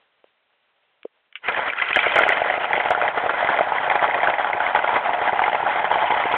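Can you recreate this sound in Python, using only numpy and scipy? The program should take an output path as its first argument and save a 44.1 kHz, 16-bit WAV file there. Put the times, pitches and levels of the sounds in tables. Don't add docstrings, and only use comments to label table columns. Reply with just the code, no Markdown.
import sys
import numpy as np
from scipy import signal
from scipy.fft import rfft, irfft, next_fast_len
from scipy.io import wavfile
from scipy.ndimage import map_coordinates

SR = 44100
rng = np.random.default_rng(int(sys.argv[2]) if len(sys.argv) > 2 else 0)


def pcm_store(signal):
    levels = np.round(np.clip(np.atleast_2d(signal), -1, 1) * 32767)
    wavfile.write(sys.argv[1], SR, levels.astype(np.int16).T)


def voltage_ratio(level):
    return 10 ** (np.asarray(level, float) / 20)


N = 280917
TIME = np.arange(N) / SR

# [f/Hz, level/dB per Hz]
HISS_SPECTRUM = [(18, -54.5), (30, -33), (367, -18), (442, -11), (521, -11), (589, -8), (853, -10),
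                 (2750, -9), (3660, -9), (4060, -20.5), (5280, -53.5), (8930, -120)]
# [t/s, level/dB]
HUSH_LEVEL = [(0.0, -64.5), (0.47, -68), (0.954, -67), (1.118, -68.5), (1.372, -69), (1.4, -63)]
# [f/Hz, level/dB]
PASS_BAND = [(15, -48.5), (45, 3), (90, 3.5), (3000, -1), (3500, -5), (3900, -4), (4200, -6.5),
             (4500, -19), (4750, -120)]
# [f/Hz, t60/s]
ROOM_DECAY = [(300, 0.02), (2000, 0.085), (4000, 0.057)]
# [t/s, tick peak level/dB]
OVERLOADS = [(1.9558, -34), (1.96, -19), (2.158, -21), (2.1875, -19.5), (2.1897, -27.5), (2.2902, -19.5),
             (2.906, -21), (3.4915, -43.5), (6.3697, -29)]

# [t/s, peak level/dB, f/Hz, t60/s]
FINGER_TAPS = [
    (0.2434, -35, 538, 0.0092),
    (1.0509, -34, 513, 0.015),
    (1.054, -15.5, 462, 0.019),
    (1.062, -50.5, 450, 0.015),
]
# [f/Hz, level/dB]
FINGERTIP_SPECTRUM = [(120, -18), (330, -5), (750, -6), (1300, 9.5), (4000, -30)]
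# [t/s, peak level/dB, t60/s, room level/dB]
SWITCH_CLICKS = [
    (.2412, -46, 0.0042, -23),
    (1.0308, -30.5, 0.0072, -24),
    (1.049, -45, .03, -17),
    (1.3255, -36.5, 0.011, -18),
    (1.348, -53, 0.0111, -25),
    (1.354, -18, 0.028, -11),
    (1.369, -40.5, .02, -11),
]
# [f/Hz, level/dB per Hz]
SWITCH_SPECTRUM = [(180, -76), (300, -57), (1010, -35), (1570, -17.5), (2330, -12), (3340, -15.5),
                   (4060, -52.5), (5280, -78), (8930, -120)]

# [t/s, level/dB]
CHURN_LEVEL = [(1.42, -33), (1.47, -24.5), (1.75, -25.5), (2.0, -23.5), (2.2, -20.5), (2.5, -23),
               (3.1, -24.5), (3.5, -23.5), (4.2, -23.5), (4.7, -26.5), (5.1, -24.5), (5.6, -26),
               (6.0, -24.5), (6.37, -24)]
# [f/Hz, pitch spread/share of f, how often/weight]
BALL_MODES = [(1439, 0.069, .33), (1650, 0.047, .09), (2011, .035, .36), (2432, 0.045, .12),
              (2831, .04, .04), (3167, 0.036, .06)]
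# [t/s, tilt/dB per octave, shell f/Hz, shell level/dB, ball pitch/factor]
SETTLING_LOAD = [(1.42, 2, 703.7, -23, 1.2), (1.455, 0.5, 706, -22.5, 1.5), (1.49, -2.5, 696, -8, 1.15),
                 (1.6, -0.5, 676, -3, 1.18), (1.74, -0.5, 680, -15.5, 1.18), (1.9, 7, 680, -16, 1.24),
                 (2.2, 3, 673, -3, 0.981), (3.5, -5.5, 756, -0.5, 1.01), (4.8, -3, 779, 2, 1),
                 (5.5, -2.5, 798, 3.5, 1.02), (6.37, 2.5, 813, 2.5, 1.06)]
# [f/Hz, level/dB per Hz]
THUD_SPECTRUM = [(15, -54.5), (25, -35.5), (54, -38.5), (91, -1), (227, -6), (452, 12), (500, 12),
                 (650, -34), (1100, -120)]
# [f/Hz, level/dB per Hz]
WHIR_SPECTRUM = [(120, -43.5), (200, -28), (514, -20), (732, -6.5), (873, -3.5), (1110, -7.5), (1450, -7.5),
                 (2030, -8.5), (2780, -27), (3280, -13.5), (4060, -38), (5280, -77.5), (8930, -120)]
# [t/s, swell level/dB, jolt level on the shell/dB]
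LOAD_SLUMPS = [(1.49, 6.5, 13), (1.58, 4.5, 13.5), (1.665, 5, 5), (1.685, 13, 13), (1.75, -5, -16),
               (1.821, 6.5, -4.5), (1.911, 5, 13.5), (1.968, 2, 17), (2.068, 1.5, 16), (2.169, 7, 18),
               (2.289, -2.5, 15), (2.578, 4, 3.5), (2.742, -5, 11), (2.918, 3.5, 12), (3.13, -8.5, 7.5),
               (3.178, 7.5, 16.5), (3.21, -4, -6), (3.498, 3, 15.5), (3.861, 0, -20.5), (3.958, 8.5, 10),
               (4.11, -3, 1.5), (4.301, 4, 13.5), (4.55, 3.5, 24), (4.59, -4, -27), (4.962, 3.5, 5),
               (5.221, -1, 14), (5.33, -4, 17.5), (5.641, -4.5, 17.5), (6.122, -4.5, -1), (6.34, -1.5, 14)]
SLUMP_RISE_S, SLUMP_FALL_S = 0.011, 0.015

# [peak t/s, level/dB]
WALL_HITS = [(1.9699, -9), (2.0686, -12), (2.159, -3.5), (2.1888, -7), (2.2102, -8.5), (2.2352, -9),
             (2.2659, -5.5), (2.2918, -15), (2.3275, -13), (2.4189, -6), (2.7804, -12), (2.9065, -4),
             (2.916, -8), (3.084, -11), (3.2625, -6), (3.2946, -12.5), (3.4278, -10), (3.6101, -4.5),
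             (4.0278, -5.5), (4.0876, -10), (4.1882, -12.5), (4.2346, -9.5), (4.2857, -7.5), (4.7597, -10),
             (4.8425, -10), (5.2774, -11), (5.3322, -6.5), (5.7598, -12), (6.2575, -5.5), (6.313, -13)]
# [peak t/s, level/dB]
FLOOR_HITS = [(1.5933, -11.5), (2.7098, -9.5), (2.7377, -8), (2.8587, -6), (2.9773, -9), (3.0516, -9),
              (3.4915, -5), (3.722, -9.5), (3.9552, -9), (4.6234, -12.5), (4.751, -5), (4.7919, -8),
              (4.8924, -8), (4.9313, -9.5), (4.9426, -10), (4.9645, -4), (5.0939, -7), (5.4193, -7.5),
              (5.4808, -7.5), (5.5487, -8), (5.6294, -10), (5.845, -7), (5.9149, -6), (5.9433, -14.5),
              (5.9576, -6.5), (6.0277, -8.5), (6.106, -5), (6.1219, -4.5), (6.1413, -6.5), (6.3408, -5.5)]
# [peak t/s, level/dB]
DULL_CLACKS = [(1.5468, -10.5), (1.6792, -14), (1.7345, -13.5), (1.801, -12.5), (1.9073, -6.5), (1.961, -4),
               (2.0417, -9.5), (2.1916, -2.5), (2.2347, -14), (2.2803, -9), (2.6441, -14), (2.909, -6.5),
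               (2.9502, -9), (3.0163, -7), (3.2951, -9.5), (3.371, -12), (3.49, -12), (3.5891, -9.5),
               (4.0415, -11.5), (4.2733, -9.5), (4.4465, -10.5), (4.6048, -8.5), (4.7607, -14),
               (4.7915, -11.5), (4.843, -12.5), (5.3935, -8.5), (5.6675, -12), (5.7961, -16.5),
               (5.9404, -15), (6.3409, -12.5)]
# [peak t/s, level/dB]
SHARP_CLACKS = [(1.4854, -12), (1.5894, -18.5), (1.7018, -10), (1.8229, -12), (1.9306, -9), (1.9909, -2.5),
                (2.0312, -13), (2.0628, -9), (2.1804, -8.5), (2.292, -3.5), (2.3222, -7.5), (2.3726, -11.5),
                (2.5012, -8.5), (2.5413, -10.5), (2.7324, -4), (2.7541, -7.5), (2.7654, -11),
                (3.0798, -10.5), (3.4476, -9), (3.5753, -12.5), (3.9005, -6), (3.9137, -11), (3.9949, -13),
                (4.0801, -13.5), (4.2322, -9.5), (4.5326, -11.5), (4.75, -11), (5.4398, -10),
                (5.5302, -14.5), (6.1163, -11)]
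SHELL_GRAZES = [1.9609, 2.1815, 2.5014, 2.58, 2.6132, 2.9505, 3.2398, 3.4472, 3.5042, 3.5444, 3.6723,
                3.8027, 3.8427, 3.8786, 4.0446, 4.1459, 4.3977, 4.5006, 4.5376, 4.7748, 5.1359, 5.216,
                5.3948, 5.4618, 5.6041, 5.6641, 5.775, 5.9751, 6.1666, 6.2014]
BALL_GRAZES = [1.5636, 1.7884, 2.0977, 2.4409, 2.527, 2.8018, 3.4736, 3.5417, 3.6112, 3.784, 3.9484, 4.1117,
               4.1448, 4.2045, 4.3395, 4.3846, 4.6662, 4.8768, 4.9598, 5.1341, 5.2772, 5.3248, 5.4812,
               5.5484, 5.7347, 5.8448, 6.1482, 6.2387, 6.3154]
WALL_HZ, FLOOR_HZ, SHELL_GRAZE_HZ = 680, 857.5, 736
DULL_HZ, SHARP_HZ = 1433, 2028
SHELL_GRAZE_DB, BALL_GRAZE_DB, FORCE_SCATTER_DB = -12.5, -15, 2.5
PITCH_SCATTER = 0.034


def unit(x):
    return x / np.sqrt(np.mean(x ** 2) + 1e-20)


def along(points, hz):
    f, value = np.transpose(points)
    return np.interp(np.log(hz + 1), np.log(f + 1), value)


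def curves(rows, s):
    t, *columns = np.transpose(rows)
    return [np.interp(s, t, column) for column in columns]


def wobble(rate, s):
    knots = rng.standard_normal(int(N * rate / SR) + 4)
    return map_coordinates(knots, [s * rate])


def coloured(x, spectrum):
    size = next_fast_len(len(x) + 8192)
    gain = voltage_ratio(along(spectrum, np.fft.rfftfreq(size, 1 / SR)))
    return irfft(rfft(x, size) * gain, size)[:len(x)]


def impulses(s, force):
    return np.bincount((s * SR).astype(int), force, N)[:N]


def rings(s, gain, hz, t60, attack, size):
    t = np.arange(size) / SR
    s, gain, hz, t60 = (np.broadcast_to(v, np.shape(s))[:, None] for v in (s, gain, hz, t60))
    shape = voltage_ratio(-60 * t / t60) * (1 - np.exp(-t / attack)) ** 2
    wave = gain * shape / shape.max(1, keepdims=True) * np.sin(2 * np.pi * hz * t)
    start = (s * SR).astype(int) - shape.argmax(1)[:, None]
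    at = start + np.arange(size)
    return np.bincount(at.ravel(), wave.ravel(), N + SR)[:N]


def background():
    level_db = curves(HUSH_LEVEL, TIME)[0] + 1.2 * wobble(30, TIME)
    return voltage_ratio(level_db) * unit(coloured(rng.standard_normal(N), HISS_SPECTRUM))


def room(x):
    hz, t, z = signal.stft(rng.standard_normal(SR // 4), SR, nperseg=256)
    decay = voltage_ratio(-60 * t / along(ROOM_DECAY, hz)[:, None])
    tail = signal.istft(z * decay, SR, nperseg=256)[1]
    delayed = np.pad(x, (300, 0))
    return signal.fftconvolve(delayed, tail / np.linalg.norm(tail))[:N]


def finger():
    s, db, hz, t60 = np.transpose(FINGER_TAPS)
    direct = coloured(rings(s, voltage_ratio(db), hz, t60, 0.0012, size=1500), FINGERTIP_SPECTRUM)
    to_room = np.zeros(N)
    t = np.arange(2000) / SR
    for s, db, t60, room_db in SWITCH_CLICKS:
        burst = coloured(rng.standard_normal(len(t)), SWITCH_SPECTRUM)
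        burst *= voltage_ratio(-60 * t / t60) * (1 - np.exp(-t / 0.0011)) ** 2
        burst *= voltage_ratio(db) / np.abs(burst).max()
        start = round(s * SR)
        direct[start:][:len(t)] += burst
        to_room[start:][:len(t)] += voltage_ratio(room_db) * burst
    return direct + room(to_room)


def grazes(s, db):
    return np.c_[s, db + FORCE_SCATTER_DB * rng.standard_normal(len(s))]


def struck(places):
    rows = []
    for hits, hz in places:
        pitch = hz * np.exp(PITCH_SCATTER * rng.standard_normal(len(hits)))
        rows.append(np.c_[hits, pitch])
    return np.concatenate(rows).T


def shell_booms(booms):
    s, db, hz = booms
    hz = hz * (curves(SETTLING_LOAD, s)[1] / 750) ** .45
    push = voltage_ratio(db) * rng.choice([-1, 1], len(s))
    ring = rings(s, voltage_ratio(db - 5), hz, .016, 0.0019, size=900) * (1 + 0.32 * wobble(500, TIME))
    thud = voltage_ratio(10.5) * coloured(impulses(s, push), THUD_SPECTRUM)
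    rattle = voltage_ratio(3) * coloured(impulses(s - .001, push), WHIR_SPECTRUM)
    return ring + thud + rattle


def ball_clacks(clacks):
    s, db, hz = clacks
    hz = hz * curves(SETTLING_LOAD, s)[3]
    snap = voltage_ratio(db) * rng.choice([-1, 1], len(s))
    chatter = 1 + .5 * wobble(900, TIME)
    ring = chatter * rings(s, voltage_ratio(db - 3.0), hz, 0.01303, 0.001284, size=700)
    high = rings(s, 0.11 * snap, np.minimum(2.4 * hz, 3300), 0.0095, .0008, size=400)
    return ring + high + voltage_ratio(8.5) * coloured(impulses(s, snap), WHIR_SPECTRUM)


def contacts(count, spread_db, clump_db):
    s = np.sort(rng.uniform(CHURN_LEVEL[0][0], N / SR, count))
    db = spread_db * np.minimum(rng.exponential(1, count), 3.6)
    db += clump_db * np.minimum(wobble(25, s) + wobble(70, s), 1.8)
    return s, voltage_ratio(db) * rng.choice([-1, 1], count)


def slumps():
    s, swell_db, jolt_db = np.transpose(LOAD_SLUMPS)
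    t = np.arange(0, N / SR + .01, .002)[:, None]
    rise = 1 + (t - s) / SLUMP_RISE_S
    fall = 1 - (t - s) / SLUMP_FALL_S
    ramp = np.clip(np.minimum(rise, fall), 0, 1)
    return [np.interp(TIME, t[:, 0], ramp @ db) for db in (swell_db, jolt_db)]


def surge(hard, lull_db, shower_db):
    s, db = hard[:2]
    hits = impulses(s, voltage_ratio(db + 6.0))
    t = np.arange(3000) / SR
    after = signal.fftconvolve(hits, np.exp(-t / 0.009))[:N]
    before = signal.fftconvolve(hits[::-1], np.exp(-t / 0.0078) * (t > .002))[:N][::-1]
    gather = signal.fftconvolve(hits[::-1], np.exp(-t / .016))[:N][::-1]
    return voltage_ratio(shower_db * np.tanh(after) - lull_db * np.tanh(before) + 2.8 * np.tanh(gather))


def churn(hard):
    level_db, = curves(CHURN_LEVEL, TIME)
    swell_db, jolt_db = slumps()
    ball_db = level_db + swell_db
    shell_db = ball_db + curves(SETTLING_LOAD, TIME)[2]
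    both_db = (shell_db + ball_db) / 2
    thud_db = level_db - 22.5 + jolt_db
    grit_db = level_db - 19.5 + 2.2 * swell_db

    s, force = contacts(count=5000, spread_db=3.0, clump_db=1)
    draw = rng.standard_normal((len(s), 6))
    tilt_db, shell_hz = curves(SETTLING_LOAD, s)[:2]
    shell_hz = shell_hz * np.exp(.14 * draw[:, 0])
    shell_t60 = 0.024 * np.exp(0.84 * draw[:, 1])
    shell = rings(s, force, shell_hz, shell_t60, 0.000859, size=500)

    centre, spread, share = np.transpose(BALL_MODES)
    balls = np.zeros(N)
    for k in (2, 4):
        which = rng.choice(len(BALL_MODES), len(s), p=share / share.sum())
        hz = centre[which] * np.exp(spread[which] * draw[:, k])
        mode_db = tilt_db * np.log2(hz / 1500) + 0.44 * draw[:, k + 1]
        balls += rings(s, force * voltage_ratio(mode_db), hz, 0.026, 0.00025, size=330)

    rattle = coloured(impulses(s + 0.001018, force), WHIR_SPECTRUM)
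    whir = coloured(rng.standard_normal(N), WHIR_SPECTRUM)
    whir *= voltage_ratio(6.6 * np.minimum(wobble(40, TIME), 1.4))
    grit = rings(s, force, 3250 * np.exp(0.09 * draw[:, 5]), .007, .0004, size=300)
    thud = coloured(impulses(s, force), THUD_SPECTRUM)

    mix = voltage_ratio(shell_db - 5.0) * unit(shell)
    mix += voltage_ratio(ball_db - 5.5) * unit(balls)
    mix += voltage_ratio(grit_db - 10) * unit(grit)
    mix += voltage_ratio(thud_db - 2) * unit(thud)
    mix += voltage_ratio(both_db - 9.5) * unit(rattle)
    mix += voltage_ratio(both_db - 6.0) * unit(whir)
    motor_start = np.clip((TIME - CHURN_LEVEL[0][0]) / 0.036, 0, 1)
    return motor_start * surge(hard, lull_db=4.5, shower_db=6) * voltage_ratio(-0.5) * mix


def scene():
    shell_grazes = grazes(SHELL_GRAZES, SHELL_GRAZE_DB)
    ball_grazes = grazes(BALL_GRAZES, BALL_GRAZE_DB)
    booms = struck([(WALL_HITS, WALL_HZ), (FLOOR_HITS, FLOOR_HZ), (shell_grazes, SHELL_GRAZE_HZ)])
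    clacks = struck([(DULL_CLACKS, DULL_HZ), (SHARP_CLACKS, SHARP_HZ), (ball_grazes, SHARP_HZ)])
    load = churn(np.c_[booms, clacks]) + shell_booms(booms) + ball_clacks(clacks)
    return (load + voltage_ratio(-14.5) * room(load) + finger() + background())[None]


def low_pass(x):
    return signal.sosfilt(signal.butter(12, 15800, fs=SR, output="sos"), x)


def record(dry):
    rounded = dry[0] / (1 + np.abs(dry[0] / .74) ** 6) ** (1 / 6)
    narrow = coloured(rounded, PASS_BAND)
    s, db = np.transpose(OVERLOADS)
    crest = 1 - np.linspace(-1, 1, 6) ** 2
    ticks = np.convolve(impulses(s, voltage_ratio(db)), crest, "same")
    shaved = signal.lfilter(*signal.butter(2, 3000, "high", fs=SR), ticks)
    return low_pass((narrow + shaved)[None])


dry = scene()
out = record(dry)
pcm_store(out)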